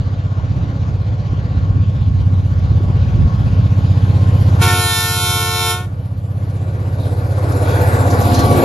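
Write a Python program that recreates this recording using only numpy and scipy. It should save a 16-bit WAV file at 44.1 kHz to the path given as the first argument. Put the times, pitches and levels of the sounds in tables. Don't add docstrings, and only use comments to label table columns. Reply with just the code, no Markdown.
import sys
import numpy as np
from scipy import signal
from scipy.fft import rfft, irfft, next_fast_len
from scipy.io import wavfile
from scipy.ndimage import uniform_filter1d, map_coordinates

SR = 44100
rng = np.random.default_rng(int(sys.argv[2]) if len(sys.argv) > 2 else 0)


def transcribe(signal):
    frames = np.atleast_2d(signal).T
    limited = np.clip(frames, -1, 1)
    pcm = np.round(limited * 32767).astype(np.int16)
    wavfile.write(sys.argv[1], SR, pcm)


def boost_factor(decibels):
    exponent = np.asarray(decibels, float) / 20
    return 10 ** exponent


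N = 381024


def unit(x):
    return x / np.sqrt(np.mean(x ** 2) + 1e-20)


def along(points, hz):
    f, v = np.transpose(points)
    return np.interp(np.log(hz + 1), np.log(f + 1), v)


def curves(rows):
    s, *cols = np.transpose(rows)
    return [np.interp(np.arange(N) / SR, s, c) for c in cols]


def wobble(rate):
    knots = rng.standard_normal(int(N * rate / SR) + 4)
    return map_coordinates(knots, [np.arange(N) * rate / SR])


def filtered(x, response):
    m = next_fast_len(N + 8192)
    return irfft(rfft(x, m) * response(np.fft.rfftfreq(m, 1 / SR)), m)[..., :N]


def resonance(hz, centre_hz, width_hz):
    return 1j * hz * width_hz / (centre_hz ** 2 - hz ** 2 + 1j * hz * width_hz)


def ports(x, turn, pan):
    def half(hz):
        return boost_factor(along(pan, hz) / 2) * np.exp(.5j * along(turn, hz))
    return filtered(x, lambda hz: np.array([half(hz), 1 / half(hz)]))


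# frequency_hz, share common to both ports
ALIKE = [(200, .93), (600, .8), (1500, .8), (2600, .55), (4000, .75), (6200, .7), (13000, .8)]
# frequency_hz, left_lead_rad
FAR_TURN = [(0, 0), (780, 0.2), (1720, 3.8), (2760, 6.7), (4740, 5.9), (6120, 6.3), (6890, 5.4),
            (7750, 3.5), (9470, 2.8), (9820, 1.0), (10400, -0.0), (11600, 0.1), (12600, -2.9),
            (13400, -3.2)]
# frequency_hz, left_minus_right_db
FAR_PAN = [(60, 0), (110, -0.5), (200, -1), (360, 0.2), (660, 0.7), (1200, 7), (2190, 1.3), (4000, -4.5),
           (7280, -2.7), (13300, 0.0)]


def rush(spectrum, alike, patchy_db):
    z = signal.stft(rng.standard_normal((3, N)), nperseg=512)[2]
    field = rng.standard_normal(z.shape[1:])
    field = uniform_filter1d(uniform_filter1d(field, 6, 0), 14, 1)
    noise = signal.istft(z * boost_factor(patchy_db * unit(field)), nperseg=512)[1][:, :N]
    noise = filtered(noise, lambda hz: boost_factor(along(spectrum, hz)))

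    def share(hz):
        return np.clip(along(alike, hz), 0, 1)
    common = ports(filtered(noise[0], lambda hz: np.sqrt(share(hz))), FAR_TURN, FAR_PAN)
    return unit(common + filtered(noise[1:], lambda hz: np.sqrt(1 - share(hz))))


def swells(rough, rows, steady):
    now, out = np.arange(N) / SR, 0
    for centre_hz, width_hz, db, peak_s, swell_s in rows:
        ring = unit(filtered(rough, lambda hz: resonance(hz, centre_hz, width_hz)))
        power = np.abs(uniform_filter1d(ring ** 2, size=SR // 50))
        ring = ring / (power + .1) ** (steady / 2)
        out = out + boost_factor(db - 5.7 * ((now - peak_s) / swell_s) ** 2) * unit(ring)
    return out


DUCK_S, DUCK_DB, DUCK_FALL_S, DUCK_END_S, RECOVER_DB_PER_S = 4.612, -11, 0.34, 5.81, 1.88


def duck():
    t = np.arange(N) / SR
    fall = DUCK_DB * np.clip((t - DUCK_S) / DUCK_FALL_S, 0, 1)
    return fall + RECOVER_DB_PER_S * np.clip(t - DUCK_END_S, 0, None)


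# time_s, level_db
WIND = [(0, -22.5), (3.3, -21.5), (3.6, -22.5), (4.6, -25), (6.1, -28.5), (8.0, -27), (8.64, -16)]
# frequency_hz, level_db
BUFFET = [(15, -41), (32, -15.5), (53, 0), (86, 3), (139, -3.5), (215, -12.5), (340, -27), (600, -53),
          (1200, -120)]
# peak_s, rise_db
GUSTS = [
    (0.7, 1.5),
    (1.4, -0.5),
    (1.8, 3.5),
    (2.2, 5),
    (2.8, 2.5),
    (3.2, 9),
    (6.4, 4),
]
# time_s, level_db
POPS = [
    (1.334, -17),
    (1.783, -19),
    (2.719, -17),
    (2.808, -11.5),
    (2.902, -14.5),
    (3.179, -15),
]
GUST_S, POP_S = 0.12, 0.00092


def wind():
    t = np.arange(N) / SR
    lumps = boost_factor(2.0 * wobble(12) + 2.5 * wobble(4.09))
    gust_db = sum(db * np.exp(-((t - s) / GUST_S) ** 2) for s, db in GUSTS)
    pops = 0
    for s, db in POPS:
        since = (t - s) / POP_S
        pops = pops + boost_factor(db) * (1 - since ** 2) * np.exp(-since ** 2 / 2)
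    buffeting = unit(lumps * rush(BUFFET, [(30, 0.82), (200, 0.9)], patchy_db=1.5))
    return pops + boost_factor(curves(WIND)[0] + gust_db + duck() + 1.0) * buffeting


# time_s, level_db, air_treble_loss_db
ROAR = [(0, -37.5, 20), (0.6, -36, 17.5), (1.6, -37, 19), (2.1, -37.5, 13), (2.5, -37, 12),
        (3.0, -34, 14.5), (3.6, -33.5, 12), (3.95, -32, 10), (4.5, -30, 4), (5.2, -27.5, 11),
        (6.25, -30, 4), (6.45, -26, 6.5), (6.85, -23.5, 6.5), (7.3, -20.5, 3), (7.8, -12.5, 0),
        (8.1, -13, 1.5), (8.5, -11.5, -1), (8.64, -10.5, -0.5)]
# frequency_hz, density_db_per_hz
BODY = [(88, -26.5), (150, 0), (200, -19), (211, -18), (266, -5), (403, -10), (497, -5.5), (783, -14.5),
        (950, -21.5), (1240, -50.5), (2090, -120)]
# frequency_hz, density_db_per_hz
CLATTER = [(440, -37.5), (750, -6), (914, -8), (1120, -3.5), (1210, -9), (1440, -4), (1560, -6),
           (2700, -24.5), (3510, -52), (5940, -120)]
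# frequency_hz, density_db_per_hz
HISS = [(1410, -22), (2400, -2), (3010, 0), (3380, -1.5), (4200, -3.5), (4860, -6), (5540, -11),
        (6810, -11), (8000, -22), (10400, -49), (17600, -120)]
# frequency_hz, level_db
FIZZ = [(5000, -120), (7000, -5), (9200, -2), (10200, -8), (11300, -5), (12600, -3.5), (13800, -24.5)]
# over_roar_db, share of the air loss, share of the duck taken once more
LAYERS = [
    (0, -0.039, 0),
    (-4.5, -0.068, 0.31),
    (-10, -0.011, 0.52),
    (-17.5, 0.95, 0.017),
]
# time_s, depth from 0 to 1
BOUNCE = [
    (6.2, 0),
    (7.2, .6),
    (8.2, .7),
    (8.4, .15),
]
# time_s, lead_ms
LEAD = [(0, -7.6), (1.2, -0.82), (1.7, 1.2), (2.4, 2.2), (3.2, 2.35), (5.5, -0.55), (6.0, -0.4), (6.4, 0.5),
        (7.2, 3.4), (7.6, 4.08), (8.0, 3.87), (8.64, -0.45)]
CRANK_HZ = 15.85


def crank():
    return CRANK_HZ * (np.arange(N) / SR + curves(LEAD)[0] / 1000)


def roar():
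    roar_db, haze_db = curves(ROAR)
    body_db, clatter_db, hiss_db, fizz_db = (
        roar_db + over_db - hazy * haze_db + (1 + ducked) * duck() for over_db, hazy, ducked in LAYERS)

    def pumped(spectrum, depth_db, lag_turns, patchy_db):
        pump = boost_factor(depth_db * np.cos(2 * np.pi * (crank() - lag_turns)))
        return unit(pump * rush(spectrum, ALIKE, patchy_db))
    surge = wobble(7)
    body = boost_factor(body_db + .9 * wobble(8) - 0.1) * pumped(BODY, 1.0, 0.06, 0.5)
    clatter = boost_factor(clatter_db + .5 * surge - 0.38) * pumped(CLATTER, 0.84, .05, 1.67)
    hiss = boost_factor(hiss_db + .5 * surge - 1.57) * pumped(HISS, 1.5, .05, 2.0)
    fizz = boost_factor(fizz_db + 0.76 * wobble(13) + 2.7) * pumped(FIZZ, 2.5, .05, 3.5)
    bright = clatter + hiss
    bright = bright - curves(BOUNCE)[0] * filtered(bright, lambda hz: resonance(hz, 3050, 1100))
    return body + bright + fizz


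# time_s, pitch_hz, level_db
BLOWER = [(0, 1148, -58), (1.5, 1145, -51), (2.1, 1133, -52), (2.6, 1131, -50), (3.8, 1124, -52),
          (4.4, 1130, -61), (5.9, 1160, -57), (7.3, 1158, -52), (8.0, 1150, -41), (8.16, 1147, -32),
          (8.35, 1137, -38), (8.5, 1134, -25), (8.64, 1133, -28)]
# time_s, pitch_hz, level_db
SECOND = [(0, 1075, -57.5), (2, 1075, -51), (3.1, 1088, -66), (3.3, 1092, -41.5), (3.9, 1062, -52),
          (4.25, 1057, -41), (4.55, 1050, -54)]


def whines():
    def tone(hz, db):
        level = boost_factor(db + 3.5 + 2.5 * wobble(9))
        return level * np.sin(2 * np.pi * np.cumsum(hz + 2.5 * wobble(21)) / SR)
    roar_db, haze_db = curves(ROAR)
    blade_hz, blade_db = curves(BLOWER)
    blowers = tone(blade_hz, blade_db) + tone(2 * blade_hz, blade_db - 13.5)
    blowers = blowers + tone(*curves([*SECOND, (4.7, 1057, -90)]))
    whistle = unit(filtered(rng.standard_normal(N), lambda hz: resonance(hz, 11290, 90) ** 2))
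    whistle_db = 0.65 * (roar_db + duck()) - 0.52 * haze_db - 46.5
    return ports(blowers + boost_factor(whistle_db) * whistle, FAR_TURN, FAR_PAN)


# centre_hz, width_hz, level_db, peak_s, swell_s
RAILS = [(228.6, 12, -21.5, 8.56, 0.38), (267, 9, -19, 8.5, 0.28), (343, 9.9, -19, 8.61, 0.08),
         (496, 24, -28.5, 7.99, 0.46), (563, 13, -34, 7.74, 0.68), (708, 13, -25, 8.5, 0.57),
         (800, 18, -32, 8.3, 0.23), (884, 59, -28, 7.85, 0.15), (1457, 45, -29, 7.85, 0.17)]
# frequency_hz, share common to both ports
ROLL = [(600, 0.86), (1500, 0.53)]
# start_s, level_db, decay_t60_s
RATTLES = [(2.1494, -49, 0.08), (6.3894, -48, 0.1), (6.4954, -31, 0.071), (7.1484, -41, 0.087),
           (7.5146, -21, 0.1), (7.7029, -22, 0.11), (7.8294, -32, 0.16), (7.96, -31, 0.15),
           (8.0994, -13.5, 0.12), (8.142, -22, 0.063), (8.2082, -13.5, 0.12), (8.3384, -10, 0.15),
           (8.3875, -11.5, 0.12), (8.519, -25, 0.054)]
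# centre_hz, width_hz, level_db, peak_s, swell_s
GRINDS = [
    (3800, 550, -45.5, 7.05, .05),
    (2200, 670, -36, 7.74, 0.079),
    (3360, 180, -39.5, 7.73, 0.074),
    (1670, 300, -31.5, 7.93, 0.11),
    (4200, 900, -33.5, 8.38, 0.11),
]


def rolling():
    rough = rush([(100, -46), (200, 2.5), (1600, -6.5), (2500, -120)], ROLL, patchy_db=2.5)
    drone = swells(rough, RAILS, steady=0.7)
    t, jolts = np.arange(SR // 4) / SR, np.zeros(N + SR)
    for s, db, t60 in RATTLES:
        decay = boost_factor(db - 10 - 60 * t / np.clip(t60, .01, .5))
        jolts[round(s * SR):][:len(t)] += decay * (1 - np.exp(-t / .006))
    steel = [(400, -120), (1500, -35), (3500, -3), (6000, 2), (13800, -8)]
    rattle = jolts[:N] * rush(steel, ALIKE, patchy_db=2.0)
    scrape = rush([(1000, 1), (6000, -5.5)], ALIKE, patchy_db=3.0)
    return drone + rattle + swells(scrape, GRINDS, steady=0)


# crank_angle_deg, blast_db
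CYLINDERS = [(-67.3, -4.1), (-1.3, 0.0), (35.7, -2.1), (182.9, -5.1), (250.3, -8.1), (308.2, -1.4)]
# centre_hz, width_hz
STACK = [(75, 20), (119, 48)]
# multiple of the crank rate, level_db
ORDER = [(2, -47.5), (3, -23.5), (4, -12.5), (5, -7.5), (6, 2), (7, -1.5), (8, -5), (9, -12.5), (10, -14.5),
         (11, -20), (12, -16.5), (13, -22.5), (14, -31.5), (15, -38), (16, -26.5), (17, -24.5), (18, -29),
         (19, -42)]
# time_s, beat_db, upper_orders_db
EXHAUST = [(0, -17, 0), (0.6, -18.5, 6), (1.3, -18, 3.5), (1.8, -14.5, 2), (2.7, -13.5, 1),
           (3.13, -15, 2.5), (3.5, -12.5, 4.5), (4.6, -10, 2.5), (4.7, -12, 2.5), (4.96, -11, 3.5),
           (5.32, -8.5, 1.5), (5.6, -11.5, 2.2), (7.0, -7.5, 0.5), (7.2, -8, -3.5), (7.94, -5.5, -13.5),
           (8.52, -6.5, -14), (8.64, -12.5, -9)]


def exhaust():
    beat_db, upper_db = curves(EXHAUST)
    turns, out = crank(), np.zeros((2, N))
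    for k, db in ORDER:
        k = round(k)
        blasts = sum(boost_factor(size) * np.exp(-1j * k * np.radians(deg)) for deg, size in CYLINDERS)
        timing = np.angle(blasts * np.prod([resonance(k * CRANK_HZ, *pipe) for pipe in STACK]))
        shimmer = boost_factor(db + 0.085 * k * wobble(2.64))
        out[int(k > 8)] += shimmer * np.cos(2 * np.pi * k * turns + timing + 0.049 * k * wobble(3.1))
    beats = (out[0] + boost_factor(upper_db) * out[1]) / np.std(out[0])
    return boost_factor(beat_db + duck()) * beats * boost_factor([[-.45], [.45]])


TOP_HZ = (13100, 13760)


def partial(phase, hz, db, bright_db):
    shine = np.clip(hz / 5000, 0, 1)
    level_db = db + shine ** 2 * bright_db + hz / 4000 + (1.2 + hz / 4000) * wobble(7)
    drift = .06 * rng.normal() + (.3 * shine + (hz / 8500) ** 2) * wobble(9)
    return boost_factor(level_db) * np.cos(phase + drift)


def trumpet(phase, note_hz, bell, bright_db, top_db):
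    level_db = [db for _, db in bell] + list(top_db + rng.normal(0, 1.7, size=30))
    overtones = range(1, int(TOP_HZ[1] / note_hz))
    return sum(partial(k * phase, k * note_hz, level_db[k - 1], bright_db) for k in overtones)


# frequency_hz, level_db
BLEND = [(270, -11.5), (540, -21), (1000, -15), (2000, -24), (2700, -18.5), (3800, -11.5), (4700, -19),
         (5600, -14.5), (7500, -13), (12000, -11.5)]


def blend(low, high, step_hz, bright_db):
    out = 0
    for n in range(3, int(TOP_HZ[1] / step_hz)):
        if n % 4 == 0 or n % 5 == 0:
            continue
        b = (n + 1) % 4 - 1
        a = (n - 5 * b) // 4
        phase = a * low + b * high + rng.uniform(0, 2 * np.pi)
        db = along(BLEND, n * step_hz) + rng.normal(0, 0.62)
        out = out + partial(phase, n * step_hz, db, bright_db)
    return out


# time_s, level_db, brightness_db
HORN = [(4.585, -45, -26), (4.624, -15.5, -12), (4.96, -13.5, 2), (5.15, -13, -2), (5.27, -12, -0.5),
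        (5.5, -12.5, -4.5), (5.711, -10.5, -2.5), (5.851, -28, -19.5), (5.9, -62, -15.5)]
# time_s, pitch_hz
LOW_NOTE = [(4.59, 366), (4.635, 364.3), (4.71, 360.4), (4.9, 359.6), (5.05, 359.2), (5.72, 359.3),
            (5.87, 363.5)]
# multiple, level_db
LOW_BELL = [(1, -3.5), (2, 0.5), (3, 1), (4, 1.5), (5, -3), (6, -7), (7, -5.5), (8, -14), (9, -7.5),
            (10, -4.5), (11, -11.5), (12, -14)]
# multiple, level_db
HIGH_BELL = [(1, 0.5), (2, 1.5), (3, 2.5), (4, -3.5), (5, 0.5), (6, -6), (7, -1), (8, -3), (9, -1.5),
             (10, -8.5), (11, -14.5), (12, -7)]
# time_s, level_db
LINGER = [(4.6, 2.5), (5.7, 1.4), (5.8, 7.5), (5.88, 6.5)]
# time_s, beat_hz
BEAT = [(4.59, 6), (4.7, 10), (4.8, 2.3), (5.08, 1.9), (5.24, 1.6), (5.29, 0.1), (5.7, 0.35), (5.74, -4),
        (5.82, 0)]
# frequency_hz, left_lead_rad
HORN_TURN = [(0, 0), (1720, 0.4), (1980, -1.1), (2670, 0.6), (4480, 1.3), (4820, 5.2), (5860, 7.0),
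             (6720, 5.0), (7320, 5.3), (8100, 3.1), (8870, 3.1), (10400, 0.3), (11600, -0.4), (13400, -3.6)]
# frequency_hz, left_minus_right_db
HORN_PAN = [(60, 1), (110, 3), (200, 2), (360, -3), (660, 2), (1200, 0.5), (2190, 3.5), (4000, -5.5),
            (7280, -4), (13300, -1.5)]
CANCEL_S = 5.22
SMEAR_RAD, SMEAR_HZ = 0.8, 210


def horn():
    level_db, bright_db = curves([(4.57, -90, HORN[0][2]), *HORN, (5.93, -90, HORN[-1][2])])
    low, beat = (2 * np.pi * np.cumsum(curves(rows)[0]) / SR for rows in (LOW_NOTE, BEAT))
    high = (5 * low + beat - beat[round(CANCEL_S * SR)] + np.pi) / 4
    low_note = trumpet(low, 420, LOW_BELL, bright_db + 4.5, top_db=-16.0) * boost_factor(curves(LINGER)[0] - 1.5)
    high_note = trumpet(high, 450, HIGH_BELL, bright_db + 6, top_db=-18.5)
    notes = unit(low_note + high_note + blend(low, high, 92.6, bright_db + 1.5))
    notes = filtered(notes, lambda hz: np.exp(1j * SMEAR_RAD * np.sin(hz / SMEAR_HZ)))
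    air_shape = [(200, -40), (1000, 5.0), (5000, 3.5), (12000, 2.5)]
    air = filtered(np.abs(notes) * rng.standard_normal(N), lambda hz: boost_factor(along(air_shape, hz)))
    valve = boost_factor(-60 * np.abs(np.arange(N) / SR - 4.62) / 0.48)
    blast = boost_factor(level_db + duck() + 2) * (notes + (boost_factor(-15) + .35 * valve) * air)
    blur = rng.standard_normal((2, SR // 4)) * boost_factor(-60 * np.arange(SR // 4) / SR / 0.35)
    echo = signal.fftconvolve(blast[None], blur / np.linalg.norm(blur[0]), axes=1)[:, :N]
    return ports(blast, HORN_TURN, HORN_PAN) + boost_factor(-14) * echo


def scene():
    return wind() + roar() + whines() + rolling() + exhaust() + horn()


MID_GAP_HZ, SIDE_GAP_HZ = (8600, 330), (11100, 650)
HEARD_DB, HEARD_ABOVE_HZ = -97, 6800


def thinned(x, gap, top_hz, mask_db):
    hz, _, z = signal.stft(x, SR, nperseg=2048)
    off = np.abs(hz - gap[0]) / gap[1]
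    notch = (off > 1) * boost_factor(-12 * np.exp(-(off / 1.75) ** 4))
    edge = (hz < top_hz) * boost_factor(-6 * (hz / top_hz) ** 40)
    z = z * (notch * edge)[:, None]
    power = np.abs(z[:1024].reshape(128, 8, -1)) ** 2
    power = power.mean(axis=1)
    band_hz = hz[:1024:8][:, None]
    keep = (power > boost_factor(2 * mask_db) * uniform_filter1d(power, size=13, axis=0)) | (band_hz < 1500)
    keep = keep & ((power > boost_factor(2 * HEARD_DB)) | (band_hz < HEARD_ABOVE_HZ))
    z = z * np.vstack([np.repeat(keep, 8, axis=0), keep[-1:]])
    return signal.istft(z, SR, nperseg=2048)[1][:N]


def low_pass(x):
    return signal.sosfilt(signal.butter(12, 13860, fs=SR, output="sos"), x)


def record(dry):
    x = dry / (1 + np.abs(dry / .94) ** 6) ** (1 / 6)
    mid = thinned((x[0] + x[1]) / 2, MID_GAP_HZ, TOP_HZ[0], mask_db=-14)
    side = thinned((x[0] - x[1]) / 2, SIDE_GAP_HZ, TOP_HZ[1], mask_db=-13)
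    return low_pass(np.array([mid + side, mid - side]))


dry = scene()
out = record(dry)
transcribe(out)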